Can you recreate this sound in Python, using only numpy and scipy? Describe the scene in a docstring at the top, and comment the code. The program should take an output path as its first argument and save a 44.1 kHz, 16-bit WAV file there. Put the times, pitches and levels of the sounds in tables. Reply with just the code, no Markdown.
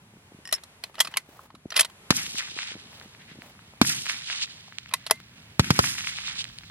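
"""Neighbours' gunshots on an open grass range: each a clipped crack, a low slowing blast and a spray of gas.
Banks and bushes answer with hissing, crackling noise echoes; flat faces slap back short wave packets.
Close by, hands load cartridges and work a steel rifle bolt: struck modes, contact noise and sliding noise.
Light wind, a drone, hiss and far thuds fill the gaps, all shaped from noise or short wave packets.
Two microphone ports a finger apart feed a recorder that reshapes the stereo width and widens the treble."""
import sys
import numpy as np
from scipy import signal
from scipy.fft import rfft, irfft, next_fast_len
from scipy.io import wavfile
from scipy.ndimage import uniform_filter1d

SR = 44100
rng = np.random.default_rng(int(sys.argv[2]) if len(sys.argv) > 2 else 0)


def log_audio(samples):
    """Write samples as a 16-bit WAV file to the path given in sys.argv[1]."""
    # one column per channel
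    frames = np.atleast_2d(samples).T
    # limit to full scale, then quantise
    limited = np.clip(frames, -1, 1)
    pcm = np.round(limited * 32767).astype(np.int16)
    wavfile.write(sys.argv[1], SR, pcm)


N = 295558
T = np.arange(N) / SR  # seconds

# Levels are mix levels ahead of the recorder; every pan_db is left minus right.
# Wind gusts: start_s, level_db, deep_db (below DEEP_HZ against the rest)
WIND_LEVELS = [(0.0, -59, -4), (0.59, -63.5, 1), (1.7, -61, -1), (2.4, -60, -2.5), (3.6, -56.5, -1),
               (4.2, -62.5, 1), (4.7, -60.5, 1), (5.5, -55.5, 2.5), (6.2, -59, 8), (6.7, -58, 14)]
# Tone of the open air, shared by wind and hiss: pitch_hz, level_db (per Hz, relative)
AIR_TONE = [(15, -31), (25, -6.5), (97, 3), (236, 0), (476, -18.5), (911, -19), (988, -19), (1940, -24),
            (2410, -25), (4030, -30.5), (5000, -33.5), (11600, -35.5), (13500, -48.5), (16000, -76.5)]
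# Tone of the low drone: pitch_hz, level_db (per Hz, relative)
DRONE_TONE = [(50, -30.5), (85, -4), (122, 0.5), (160, -4.5), (220, -9.5), (330, -38.5)]
# Drone fader: start_s, level_db
DRONE_FADER = [(0, -63), (2, -75.5), (4, -58), (5.2, -59), (5.9, -53.5), (6.7, -54)]
DEEP_HZ, HISS_DB = 80, -59

# Far thuds: start_s, level_db, pitch_hz
FAR_THUDS = [(0.068, -52, 150), (0.136, -44, 290), (0.168, -45.5, 300), (0.319, -38.5, 310),
             (0.343, -39, 164), (0.387, -41.5, 277), (0.898, -41, 664), (1.083, -42, 202),
             (1.288, -42.5, 290), (1.541, -39.5, 248), (1.655, -26, 236), (2.276, -41, 154),
             (2.343, -35.5, 222), (2.515, -42, 252), (2.564, -36, 332), (2.716, -39, 380),
             (2.752, -33, 238), (2.763, -37.5, 330), (3.057, -40.5, 256), (3.313, -40, 152.6),
             (3.355, -42, 337), (3.385, -34.5, 209), (3.459, -48.5, 171), (3.737, -39.5, 810)]

# Sliding steel and cloth: start_s, length_s, level_db, low_db (low band against high)
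SLIDES = [(0.515, 0.07, -54, -13), (0.83, 0.068, -66, 3), (0.952, .25, -58, -2), (1.292, 0.17, -69.5, 13),
          (1.74, 0.18, -69.5, 6), (2.919, 0.13, -65, 7), (3.209, 0.021, -53, -28), (3.289, 0.041, -51, -30),
          (3.427, 0.076, -64.5, 9.5), (4.89, 0.29, -64, -4)]
SLIDE_ATTACK_S, SLIDE_RELEASE_S = 0.018, 0.017

# Cartridges ticking into the magazine: start_s, level_db, pan_db, low_db (trim of modes below 4 kHz)
CARTRIDGE_TICKS = [(0.454, -38.5, 0.5, 11.5), (0.4747, -34, -0.5, 4), (0.491, -41.5, 0, 14),
                   (0.512, -42.5, -2, 12), (.526, -21.5, 1, 4), (0.539, -24.5, 7, -7),
                   (0.5495, -29.5, -4, -11), (0.5613, -40, -0.5, -3)]
# Modes of a brass case: pitch_hz, level_db, t60_s
BRASS_MODES = [(1110, -23, 0.052), (1860, -9, 0.033), (2900, -12.5, 0.021), (5360, -4, 0.065),
               (5390, -6, 0.064), (8800, -20, 0.022)]
BRASS_HELD_S = 0.566  # a thumb stops the ring
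BRASS_SCATTER_DB = 2

# Steel on steel: start_s, level_db, low_db, high_db (relative trims), t60_ms, rise_ms (time constant),
# part_hz and part_db (ring of the struck part), stock_db (against the knock's peak)
BOLT_KNOCKS = [(0.5247,-11.5,-6.5,2.5,55,0.67,4020,-5.5,-14.5),(0.582,-40,-7,-28,14,0.49,1470,0,-30),(0.635,-32.5,-3,5,25,0.84,4120,-5,-18),(0.8373,-19,-11.5,-6.5,14,1,10900,-30,-18.5),
               (0.942,-37.5,-1,-2,24,1.6,1184,0,-15),(0.9534,-33,-3,-5,12,.7,3860,-5,-25),(0.981,-27,7.5,-10,60,1,3000,-4,-9),(0.991,-23,-3.5,-7,42,0.47,5430,-8,-29.5),
               (1.0014,-4,-8.5,1.5,33,3,3270,-2.5,-27),(1.047,-24,-13,-6,57,0.67,1250,-6,-18),(1.071,-23.5,-16,-6,25,1.1,1130,-4,-29),(1.113,-40,-6,3,33,.7,2370,-1,-25),
               (1.122,-40,0,-6,25,.7,1500,-3,-10),(1.1391,-22.5,-5,-29,17,0.99,2980,-1,-26),(1.1616,-29,6,-16,27,0.94,2590,-1,-20),(1.17,-9.5,-6.5,1,29,0.83,2280,-7.5,-24),
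               (1.3918,-33,30,-31,8.7,0.9,810,-10,-18),(1.503,-37.5,7,-39,9.2,.9,1248,-10,-20),(1.55,-39.5,-1,-7,33,0.44,1220,-7,-18),(1.704,-25.5,-12.5,-10,26,0.36,5640,0,-22),
               (1.717,-29.5,-2.5,-16,51,1.04,1384,-13.5,-15),(1.7215,-23.5,-17.5,-14,19,1.8,1390,-4,-14),(1.741,-28,-4.5,-11,59,0.5,2380,-5,-20),(1.7541,-28,-2,-8,30,1.4,1313,-4.5,-19.5),
               (1.7602,-16.5,-5.5,-1,24,1.2,2840,0.5,-26),(1.764,-9,-14.5,-2,25,1.2,10760,-14,-18),(1.7734,-11.5,-10.5,-11.5,59,0.7,10700,-6,-19),
               (1.788,-15,-5.5,-9,45,2.3,1815,-18,-23),(1.793,-5,-12.5,3.5,59,1.3,1870,-10.5,-21),(1.8065,-4.5,-8,-1,32,1.3,9880,-6.5,-24),(1.8283,-24.5,-21,-20.5,56,0.95,1076,-10.5,-22.5),
               (1.8462,-22,-11.5,-7,38,1,8500,-14,-16),(1.898,-38.5,-1,-3,19,0.92,2500,-10,-22),(4.6794,-40,7,7,28,0.26,810,9,-8),(4.8897,-38,-17,-8,21,1.6,2713,0,-25),
               (4.9103,-35,-6,-19,54,1.6,2368,-6,-17),(4.923,-33,3,-17.5,47,0.71,2550,-4,-10),(4.937,-9,-6,-3,20.3,0.76,2440,-12.5,-20.5),(5.0641,-20.5,-9.5,-7,49,0.77,2700,-15,-16),
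               (5.0984,-24,-1,-14,13,0.81,1830,-6,-13),(5.1095,-3,-4,0,19,0.42,940,-11,-10.5),(5.1554,-45,-6,0,30,1,4100,1,-25)]
# Modes of bolt and receiver, before the grip damps them: pitch_hz, level_db, t60_s
ACTION_MODES = [(945, -3, 0.056), (1075, 6.5, 0.04), (1335, -2, 0.031), (1484, -11.5, 0.069),
                (1915, -2, 0.066), (2030, 3, .08), (2587, 6, 0.04), (3170, 4.5, 0.04), (3432, -3.5, 0.051),
                (3808, 0, 0.042), (4130, 4, 0.039), (4430, -2.5, 0.046), (5035, 3.5, .035),
                (5540, 8, 0.022), (6650, -0.5, .04), (8500, -3.5, 0.02), (10320, 6.5, 0.022),
                (11440, 6.5, 0.031)]
# Modes of wooden stock and barrel answering a knock: pitch_hz, level_db, t60_s
STOCK_MODES = [(441, -12.5, .05), (558, -10.5, 0.018), (646, -0.5, 0.04), (903, -7.5, .022),
               (1184, -9.5, .02), (2090, -23.5, 0.25)]
ACTION_SCATTER_DB, STOCK_SCATTER_DB = 3, 1
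STOCK_RISE_MS, KNOCK_PAN_DB = 1.4, -0.5
TAIL_DB, TAIL_T60_S = -27.5, 0.12  # rattle that follows a knock
STRUCK_WIDTH_HZ = 200  # bandwidth of the struck part's ring
GRIP_SHARE = 8.5  # t60 of the grip's damping, in knock t60s

# What each shot gets back, in the order of SHOT_EVENTS: far_db, treble_db, rumble_db, pan_db,
# near_bank_s, near_bank_db, lower_band_s (its delay), lower_band_db (against the upper band),
# last_bank_db, slaps_late_ms
SHOT_RETURNS = [(-37, 5.5, -37, -0.5, 0.058, -37, 0.071, 6.5, -49, 2.45),
                (-35.5, 6, -33.5, -2.5, 0.072, -32.5, 0.082, 3.5, -31.5, 4),
                (-43, -1, -34, -0.5, 0.049, -41.5, 0.049, 10.5, -60, -1),
                (-40.5, 6, -33, -2.5, 0.049, -42, 0.046, 13, -46, -0.1),
                (-40, 9, -37, -4.5, 0.058, -38.5, 0.05, 13, -34.5, 3)]
# Echo of the far banks and bushes: delay_s, level_db, dark_db (below SPLIT_HZ against above), crackle_db
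FAR_BANKS = [(.12, -9, -1, -1), (.22, -7.5, -8.5, -27), (.272, -2.5, -5, -11), (0.279, 3.5, -6.5, -2),
             (.325, -6, 0, -2), (.36, -7, 0.5, -11.5), (.44, -9, -6.5, -14), (.47, -2, -3, -27),
             (0.499, 0, 0, -29), (.53, -2.5, 0, -10), (.56, -2, -2.5, -12.5), (.59, -2.5, 0.5, -32),
             (0.624, -10.5, 3, -2), (0.644, -13, -7, -2), (.8, -18.5, -2.5, -27), (1.05, -23, -2, -10),
             (1.7, -28.5, 4, -7)]
# Echo tones, middle, treble and rumble: pitch_hz, level_db (per Hz, relative)
ECHO_MID_TONE = [(240, -49), (400, -32), (665, -17.5), (830, -8), (933, -8.5), (1420, -1.5), (2260, 2.5),
                 (3810, 2.5), (9000, -13.5), (11700, -48), (19800, -120)]
ECHO_TREBLE_TONE = [(2940, -29), (5000, 4.5), (8380, -1.5), (11800, -0.5), (13900, -15), (14800, -41),
                    (16000, -93)]
ECHO_RUMBLE_TONE = [(30, -31), (70, -5), (130, 6), (250, 2.5), (400, -12.5), (600, -41)]
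# Scatter from the ground around the muzzle: level against the near bank, dark band against bright
FIRST_DB, FIRST_T60_S, FIRST_DARK_DB = -16.5, 0.76, 17
SPLIT_HZ = 2250  # dark band below, bright band above
NEAR_RISE_S, NEAR_T60_S = 0.027, 0.68
NEAR_DARK_RISE_S, NEAR_DARK_T60_S = 0.0048, 0.27
LAST_BANK_S, LAST_BANK_WIDTH_S = 0.612, 0.023
TREBLE_LOSS_DB_S, TREBLE_FLOOR_DB = 45.5, -45
UPPER_HZ, UPPER_LOSS_DB_S = 9250, 29  # echo above this fades faster still, by this much more
RUMBLE_RISE_S, RUMBLE_T60_S = 0.018, 0.56
LEFT_LOSS_DB_S = 1  # the echo leans right with time
CRACKLE_PER_S, CRACKLE_HZ = 200, 1950
CRACKLE_SPREAD_DB, CRACKLE_TOP_SHARE = 1, 0.96  # shape and upper limit of the click sizes

# Flat faces that slap back every shot: delay_s, pitch_hz, pan_db, level_db (one for each shot)
SLAP_FACES = [(0.247, 1670, 11, [-30, -31, -14, -29, -30]),
              (0.2782, 2340, 0.5, [-27, -10, -19, -16.5, -12.5]),
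              (0.4811, 2110, 1, [-13.5, -16.5, -31, -18.5, -53]),
              (.905, 1650, 1.5, [-30, -30.5, -37.5, -38, -33]),
              (1.041, 2070, 4, [-34.5, -29.5, -33, -42, -42])]
# Further slaps: some are single shots' returns from the flat faces, at their own times; the rest come from lone
# spots about the range: start_s, level_db, pitch_hz, pan_db
FURTHER_SLAPS = [(2.1246, -23.5, 1300, 18), (2.265, -17.5, 3100, 1), (2.21, -30, 1900, 3),
                 (2.171, -27, 2300, 0), (2.18, -29, 1600, 3), (2.185, -26, 2400, 0), (2.201, -28, 2300, 2),
                 (2.485, -35.5, 1500, 3), (2.575, -32.5, 1310, -1), (4.116, -31, 1500, 2),
                 (4.145, -25, 2400, 0), (4.436, -30, 2500, 0), (2.384, -20, 2890, -5), (2.389, -37, 1500, 1),
                 (2.999, -30.5, 3800, -2), (4.0577, -22, 2200, 2), (4.3028, -25, 1730, 2),
                 (4.328, -19, 2600, 0), (4.421, -18, 3040, 0), (6.046, -21.5, 2510, -7),
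                 (6.2805, -22, 1910, 4), (6.302, -36, 1900, 0), (2.402, -28, 2100, 3), (2.408, -30, 2000, 3),
                 (2.424, -26, 2200, 1), (2.43, -31, 1900, 3), (2.476, -34.5, 1620, 16), (2.62, -20, 2900, 4),
                 (2.631, -25.5, 1970, 6), (2.9295, -38, 2110, 1), (3.42, -27.5, 2020, -1),
                 (3.551, -46, 1290, -10), (3.592, -36.5, 1430, 4), (3.849, -18.5, 1890, 10),
                 (3.902, -21, 2160, 4), (4.066, -18.5, 2430, -2), (5.842, -32, 1730, -4),
                 (6.453, -27, 2240, 1), (4.785, -17, 3130, -8.5), (5.644, -24.5, 2430, 11),
                 (6.007, -19, 2670, -5), (6.219, -27, 3500, -10), (6.4427, -19, 3530, -7),
                 (6.5863, -22, 3900, 0)]
SLAP_EDGE_DB = -9  # bright front of a slap

# Gunshots: start_s, crack_db, crack_ms, blast_hz (starting pitch), slow_ms (blast slowing time), blast_db,
# length_ms, spray_db, lag_samples (between ports), width_db (extra width of bass and middle),
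# fall (power of time in the blast's dying), ripple_db, rise_ms (time constant)
SHOT_EVENTS = [(2.1056, -3.5, 0.63, 388, 3.5, -7.5, 5.7, -11, 3.9, 1, 3.4, -27, 1.4),
               (3.8148, 0.5, 0.7, 255, 120, -2, 5.6, -13, 3.8, 9.5, 1.43, -31.5, 0.87),
               (5.5952, -7, 0.69, 293, 3.6, -5, 8.9, -14, 4.5, 9, 2.2, -24, 1.13),
               (5.705, -5, .65, 300, 4.5, -6, 8.1, -15, 2.8, 12.5, 2.3, -29, 1.3),
               (5.791, -3, 0.83, 414, 1.86, -12.5, 9.2, -14.5, 4.4, 20, 2.2, -20, 1.5)]
# Tone of the gas spray: pitch_hz, level_db (per Hz, relative)
SPRAY_TONE = [(240, -74), (400, -9), (676, -16), (1010, -13), (3870, -16.5), (4310, -14), (5960, -18.5),
              (10200, -27.5), (16000, -53)]
CRACK_FRONT, BOUNCE_MS, BOUNCE = 0.69, 0.4, 0.41  # front height; delay and share of the ground bounce
BLAST_BALANCE = 0.8  # share of the blast's net push that its suction takes back
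RIPPLE_HZ, RIPPLE_T60_S = 1330, 0.032  # a ripple that rides on the blast
SPRAY_T60_MS, TREBLE_WIDTH_DB = 39.8, -4

# Recorder's stereo width: pitch_hz, side_db (gain on left minus right)
WIDTH_CURVE = [(300, -14.5), (1000, -5.5), (2500, 7), (6000, 6.5), (14000, 9.5)]
BASS_CUT_HZ, TOP_HZ = 59, 16300


def undb(db):
    """Decibels to amplitude gain."""
    return 10 ** (np.asarray(db) / 20)


def unit(x):
    """Scale to an RMS of 1."""
    return x / np.sqrt(np.mean(x ** 2))


def gain(points, size):
    """Gain of (Hz, dB) points at every bin of a transform."""
    hz, db = np.transpose(points)
    bin_hz = np.arange(size // 2 + 1) * SR / size
    return undb(np.interp(np.log(bin_hz + 1), np.log(hz), db))


def colour(x, points):
    """Equalise with a curve of (Hz, dB) points."""
    size = next_fast_len(x.shape[-1])
    return irfft(rfft(x, size) * gain(points, size), size)[..., :x.shape[-1]]


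def ports(x, lag, pan_db=0):
    """The left port hears the sound lag samples after the right."""
    size = next_fast_len(x.shape[-1])
    sign = np.array([[1], [-1]])
    turn = np.exp(-1j * np.pi * np.arange(size // 2 + 1) / size * lag * sign)
    return irfft(rfft(x, size) * turn, size)[:, :x.shape[-1]] * undb(sign * pan_db / 2)


def noise(size, alike):
    """Two noises that share the part alike of their power."""
    shared, left, right = rng.standard_normal((3, size))
    alike = np.clip(alike, 0, 1)
    return np.sqrt(alike) * shared + np.sqrt(1 - alike) * np.array([left, right])


def walk(rate):
    """Random levels, rate of them a second, joined by slewing; spread near 1."""
    hold = int(SR / rate)
    steps = np.repeat(rng.standard_normal(N // hold + 1), hold)
    return 1.56 * uniform_filter1d(steps, hold)[:N]


def fade(t, t60):
    """Exponential decay, 60 dB down after t60."""
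    return np.exp(-np.log(1000) * t / t60)


def add(out, s, x):
    """Mix x into out from s seconds."""
    i = int(s * SR)
    out[:, i:i + x.shape[-1]] += x[..., :N - i]


def puff(hz, turns, size=1024):
    """A short wave packet of a few turns under a bell-shaped envelope."""
    t = np.arange(size) / SR * hz
    return -np.cos(2 * np.pi * (t - turns)) * np.exp(-(2 * (t - turns) / turns) ** 2)


def ring(modes, t, scatter_db, detune_share):
    """Impulse response of a mode table; each blow and each port meets the modes differently."""
    hz, db, t60 = (column[:, None] for column in np.transpose(modes))
    size, phase, detune = rng.standard_normal((3, len(modes), 1))
    lean = 0.31 * rng.standard_normal((2, len(modes), 1))  # phase offset at each port
    level = undb(db + scatter_db * size) * fade(t, t60)
    wave = np.sin(2 * np.pi * hz * (1 + detune_share * detune) * t + phase + lean)
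    return np.sum(level * wave, axis=1)


def air():
    """Wind rumble and a far drone, largely alike in both ports, and a soft hiss that is not."""
    when, level_db, deep_db = np.transpose(WIND_LEVELS)
    rumble = unit(colour(colour(noise(N, 0.86), AIR_TONE), [(350, 2.5), (500, -43.0)]))
    deep = colour(rumble, [(DEEP_HZ / 1.5, 0), (DEEP_HZ * 1.5, -30)])
    rumble = rumble + (undb(np.interp(T, when, deep_db)) - 1) * deep
    wind = rumble * undb(np.interp(T, when, level_db) + 0.85 * walk(9.9) + 1.5 * walk(60))
    drone = unit(colour(noise(N, 0.77), DRONE_TONE)) * undb(np.interp(T, *np.transpose(DRONE_FADER)))
    hiss = unit(colour(colour(noise(N, 0.11), AIR_TONE), [(300, -22.5), (400, -3.0)]))
    return wind + drone + hiss * undb(HISS_DB + 2.2 * walk(3.6))


def thuds():
    """Far blasts keep only their bass: a low wave packet and a weaker one above it."""
    out = np.zeros((2, N))
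    for s, db, hz in FAR_THUDS:
        thud = puff(hz, turns=1.09) + undb(-8) * puff(2.24 * hz, turns=1.28)
        add(out, s - 0.001, undb(db) * ports(thud, 6.9))
    return out


def slide():
    """Dense uneven catches of rubbing surfaces, as flickering noise in two bands."""
    catches = noise(N, 0.6) * undb(1.1 * walk(250))
    high_curve = [(1000, -6), (1800, 15.5), (4000, 4.5), (7000, -13.5), (12000, -36.0), (15500, -39.5)]
    high = unit(colour(catches, high_curve))
    low = unit(colour(catches, [(350, -0.5), (650, 5.5), (1300, -1.5), (2000, -15.0)]))
    out = np.zeros((2, N))
    for s, length, db, low_db in SLIDES:
        corners_s = [-SLIDE_ATTACK_S, 0, length, length + SLIDE_RELEASE_S]
        shape = np.interp(T - s, corners_s, [0, 1, 1, 0])
        out += shape * undb(db) * (high + undb(low_db) * low)
    return out


def brass():
    """Thin cartridge cases ring on a few modes along with a dry noise tick."""
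    out, t = np.zeros((2, N)), np.arange(4096) / SR
    for s, db, pan_db, low_db in CARTRIDGE_TICKS:
        modes = [(hz, mode_db + low_db * (hz < 4000), t60) for hz, mode_db, t60 in BRASS_MODES]
        tick = noise(len(t), 0.91) * fade(t, 0.02)
        tick = colour(tick, [(600, -27), (1500, 3.5), (11000, 3.5), (15500, -30)])
        case = ring(modes, t, BRASS_SCATTER_DB, detune_share=0.002)
        add(out, s, undb(db) * ports(case + 0.71 * tick, 0.67, pan_db))
    return out * fade(np.maximum(T - BRASS_HELD_S, 0), 0.045)


def bolt():
    """Each knock is a rattling contact of a few ms that drives the steel modes and sounds itself."""
    out, t = np.zeros((2, N)), np.arange(4096) / SR
    ms = t * 1000
    for s, db, low_db, high_db, t60_ms, rise_ms, part_hz, part_db, stock_db in BOLT_KNOCKS:
        decay = fade(t, t60_ms / 1000) + undb(TAIL_DB) * fade(t, TAIL_T60_S)
        contact = noise(len(t), 0.95) * decay * (1 - np.exp(-ms / max(rise_ms, 0.05))) ** 2
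        action = ring(ACTION_MODES, t, ACTION_SCATTER_DB, detune_share=0.011)
        action = action * fade(t, GRIP_SHARE * t60_ms / 1000)
        rung = signal.fftconvolve(contact * fade(t, 0.018), action, axes=1)[:, :len(t)]
        knock = unit(contact) + undb(-5.5) * unit(rung)
        knock = colour(knock, [
            (250, low_db - 21.5), (500, low_db - 3), (850, low_db + 5), (1200, low_db + 10.0),
            (2200, 0.84), (3400, 2.0), (4500, 2.6),
            (6500, high_db), (11500, high_db), (15500, high_db - 24.0)])
        resonator = signal.iirpeak(part_hz, part_hz / STRUCK_WIDTH_HZ, SR)
        part = signal.lfilter(*resonator, contact * fade(t, TAIL_T60_S))
        knock = unit(knock) + undb(part_db) * unit(part)
        stock = ring(STOCK_MODES, t, STOCK_SCATTER_DB, detune_share=0.01)
        stock = stock * (1 - np.exp(-ms / STOCK_RISE_MS))
        blow = knock / np.abs(knock).max() + undb(stock_db) * stock
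        add(out, s, undb(db) * ports(blow, 0.81, KNOCK_PAN_DB))
    return out


def bank(t, delay, rise, t60):
    """Swell of an echo from a bank: up to its delay, then dying away."""
    return fade(np.maximum(t - delay, 0), t60) * np.exp(np.minimum(t - delay, 0) / rise)


def grain():
    """Random flutter of an echo's level, slow and fast."""
    return undb(0.82 * walk(50) + 1.6 * walk(300))


def echo_powers():
    """Power envelopes of the echo bands, summed over the shots; the treble fades fastest."""
    dark, bright, treble, upper, crackle = np.zeros((5, 2, N))
    rumble = np.zeros(N)
    delay, level_db, dark_db, crackle_db = np.transpose(FAR_BANKS)
    for (s, *_), returns in zip(SHOT_EVENTS, SHOT_RETURNS):
        far_db, treble_db, rumble_db, pan_db, near_s, near_db, deep_s, deep_db, last_db, _ = returns
        t = np.maximum(T - s, 0)
        sides = (t > 0) * undb(np.array([[1], [-1]]) * (pan_db - LEFT_LOSS_DB_S * t) / 2)
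        first = sides * undb(near_db + FIRST_DB) * fade(t, FIRST_T60_S)
        near = sides * undb(near_db) * bank(t, near_s, NEAR_RISE_S, NEAR_T60_S)
        deep = sides * undb(near_db + deep_db) * bank(t, deep_s, NEAR_DARK_RISE_S, NEAR_DARK_T60_S)
        last = sides * undb(last_db) * np.exp(-((t - LAST_BANK_S) / LAST_BANK_WIDTH_S) ** 2)
        far = sides * undb(far_db + np.interp(t, delay, level_db)) * (t > near_s)
        power = first ** 2 + near ** 2 + far ** 2 + last ** 2
        bright += power
        far_dark = far * undb(np.interp(t, delay, dark_db))
        dark += (first * undb(FIRST_DARK_DB)) ** 2 + deep ** 2 + far_dark ** 2
        treble += power * undb(np.maximum(treble_db - TREBLE_LOSS_DB_S * t, TREBLE_FLOOR_DB)) ** 2
        upper += power * undb(treble_db - (TREBLE_LOSS_DB_S + UPPER_LOSS_DB_S) * t) ** 2
        crackle += (far * undb(np.interp(t, delay, crackle_db))) ** 2
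        swell = fade(t, RUMBLE_T60_S) * (1 - np.exp(-(t / RUMBLE_RISE_S) ** 2))
        rumble += (t > 0) * (undb(rumble_db) * swell) ** 2
    return dark, bright, treble, upper, crackle, rumble


def echoes():
    """Countless small reflections: grainy noise in bands and a crackle of single returns."""
    dark, bright, treble, upper, crackle, rumble = (np.sqrt(power) for power in echo_powers())
    middle_noise = ports(unit(colour(noise(N, 0.43), ECHO_MID_TONE)), 2.75)
    dark_noise = colour(middle_noise, [(SPLIT_HZ / 1.05, 0), (SPLIT_HZ * 1.58, -20), (SPLIT_HZ * 2, -60)])
    treble_noise = ports(unit(colour(noise(N, 0.51), ECHO_TREBLE_TONE)), 3.7)
    lower_noise = colour(treble_noise, [(UPPER_HZ / 1.02, 0), (UPPER_HZ * 2.14, -40)])
    bass_noise = unit(colour(noise(N, 0.98), ECHO_RUMBLE_TONE))
    when, size = rng.random((2, N))
    click_size = (1 - CRACKLE_TOP_SHARE * size) ** (-CRACKLE_SPREAD_DB / 20 * np.log(10))
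    clicks = (when < CRACKLE_PER_S / SR) * click_size
    snaps = np.convolve(clicks, puff(CRACKLE_HZ, turns=1.53, size=128))[:N]
    out = dark * grain() * dark_noise
    out += bright * grain() * (middle_noise - dark_noise)
    out += grain() * (treble * lower_noise + upper * (treble_noise - lower_noise))
    out += crackle * ports(unit(snaps), 5.0)
    return out + rumble * undb(1.3 * walk(40)) * bass_noise


def slaps():
    """A flat face returns the crack dulled: a wave packet with a brighter edge."""
    out = np.zeros((2, N))
    face_slaps = []
    for delay, hz, pan_db, levels_db in SLAP_FACES:
        for shot, returns, db in zip(SHOT_EVENTS, SHOT_RETURNS, levels_db):
            late_ms = returns[-1]
            face_slaps.append((shot[0] + delay + late_ms / 1000, db, hz, pan_db))
    for s, db, hz, pan_db in face_slaps + FURTHER_SLAPS:
        if s < N / SR:
            slap = puff(hz, turns=1.275) + undb(SLAP_EDGE_DB) * puff(1.92 * hz, turns=1.7)
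            add(out, s, undb(db) * ports(slap, 2.26, pan_db))
    return out


def shots():
    """N-shaped crack, its bounce off the ground, a blast that slows as it spreads, a spray of gas."""
    out, t = np.zeros((2, N)), np.arange(4096) / SR
    ms = t * 1000
    lead = 256  # samples of silence ahead, room for the port lag
    for (s, crack_db, crack_ms, blast_hz, slow_ms, blast_db, length_ms,
         spray_db, lag, width_db, fall, ripple_db, rise_ms) in SHOT_EVENTS:
        n_wave = np.where(ms < crack_ms, CRACK_FRONT - (1 + CRACK_FRONT) * ms / crack_ms, 0)
        crack = n_wave - BOUNCE * np.roll(n_wave, int(BOUNCE_MS / 1000 * SR))
        turns = blast_hz * slow_ms / 1000 * np.log(1 + ms / slow_ms)  # pitch falls with time
        rise = 1 - np.exp(-ms / rise_ms)
        swell = np.exp(-(ms / length_ms) ** fall) * rise
        blast = -np.sin(2 * np.pi * turns) * swell
        blast = blast - BLAST_BALANCE * swell * blast.sum() / swell.sum()
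        spray = unit(colour(noise(len(t), 0.34), SPRAY_TONE)) * fade(t, SPRAY_T60_MS / 1000)
        ripple = np.sin(2 * np.pi * RIPPLE_HZ * t) * fade(t, RIPPLE_T60_S) * rise
        shot = undb(crack_db) * crack + undb(ripple_db) * ripple
        shot = shot + undb(blast_db) * blast + undb(spray_db) * spray
        left, right = ports(np.pad(shot, ((0, 0), (lead, 0))), lag)
        width = [(1000, width_db), (2800, 0.007), (4500, 0.03), (8000, TREBLE_WIDTH_DB)]
        side = colour((left - right) / 2, width)
        add(out, s - lead / SR, (left + right) / 2 + np.array([side, -side]))
    return out


def scene():
    """The whole range at the two ports, background first."""
    return air() + thuds() + slide() + brass() + bolt() + echoes() + slaps() + shots()


def record(dry):
    """The recorder cuts the deepest bass, reshapes the port difference, clips at full scale and cuts the top."""
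    bass_cut = signal.butter(2, BASS_CUT_HZ, "high", fs=SR, output="sos")
    dry = signal.sosfilt(bass_cut, dry)
    mid = (dry[0] + dry[1]) / 2
    side = colour((dry[0] - dry[1]) / 2, WIDTH_CURVE)
    wide = np.clip(np.array([mid + side, mid - side]), -1, 1)
    top_cut = signal.ellip(8, 0.2, 60, TOP_HZ, fs=SR, output="sos")
    return np.clip(signal.sosfilt(top_cut, wide), -1, 1)


dry = scene()
out = record(dry)
log_audio(out)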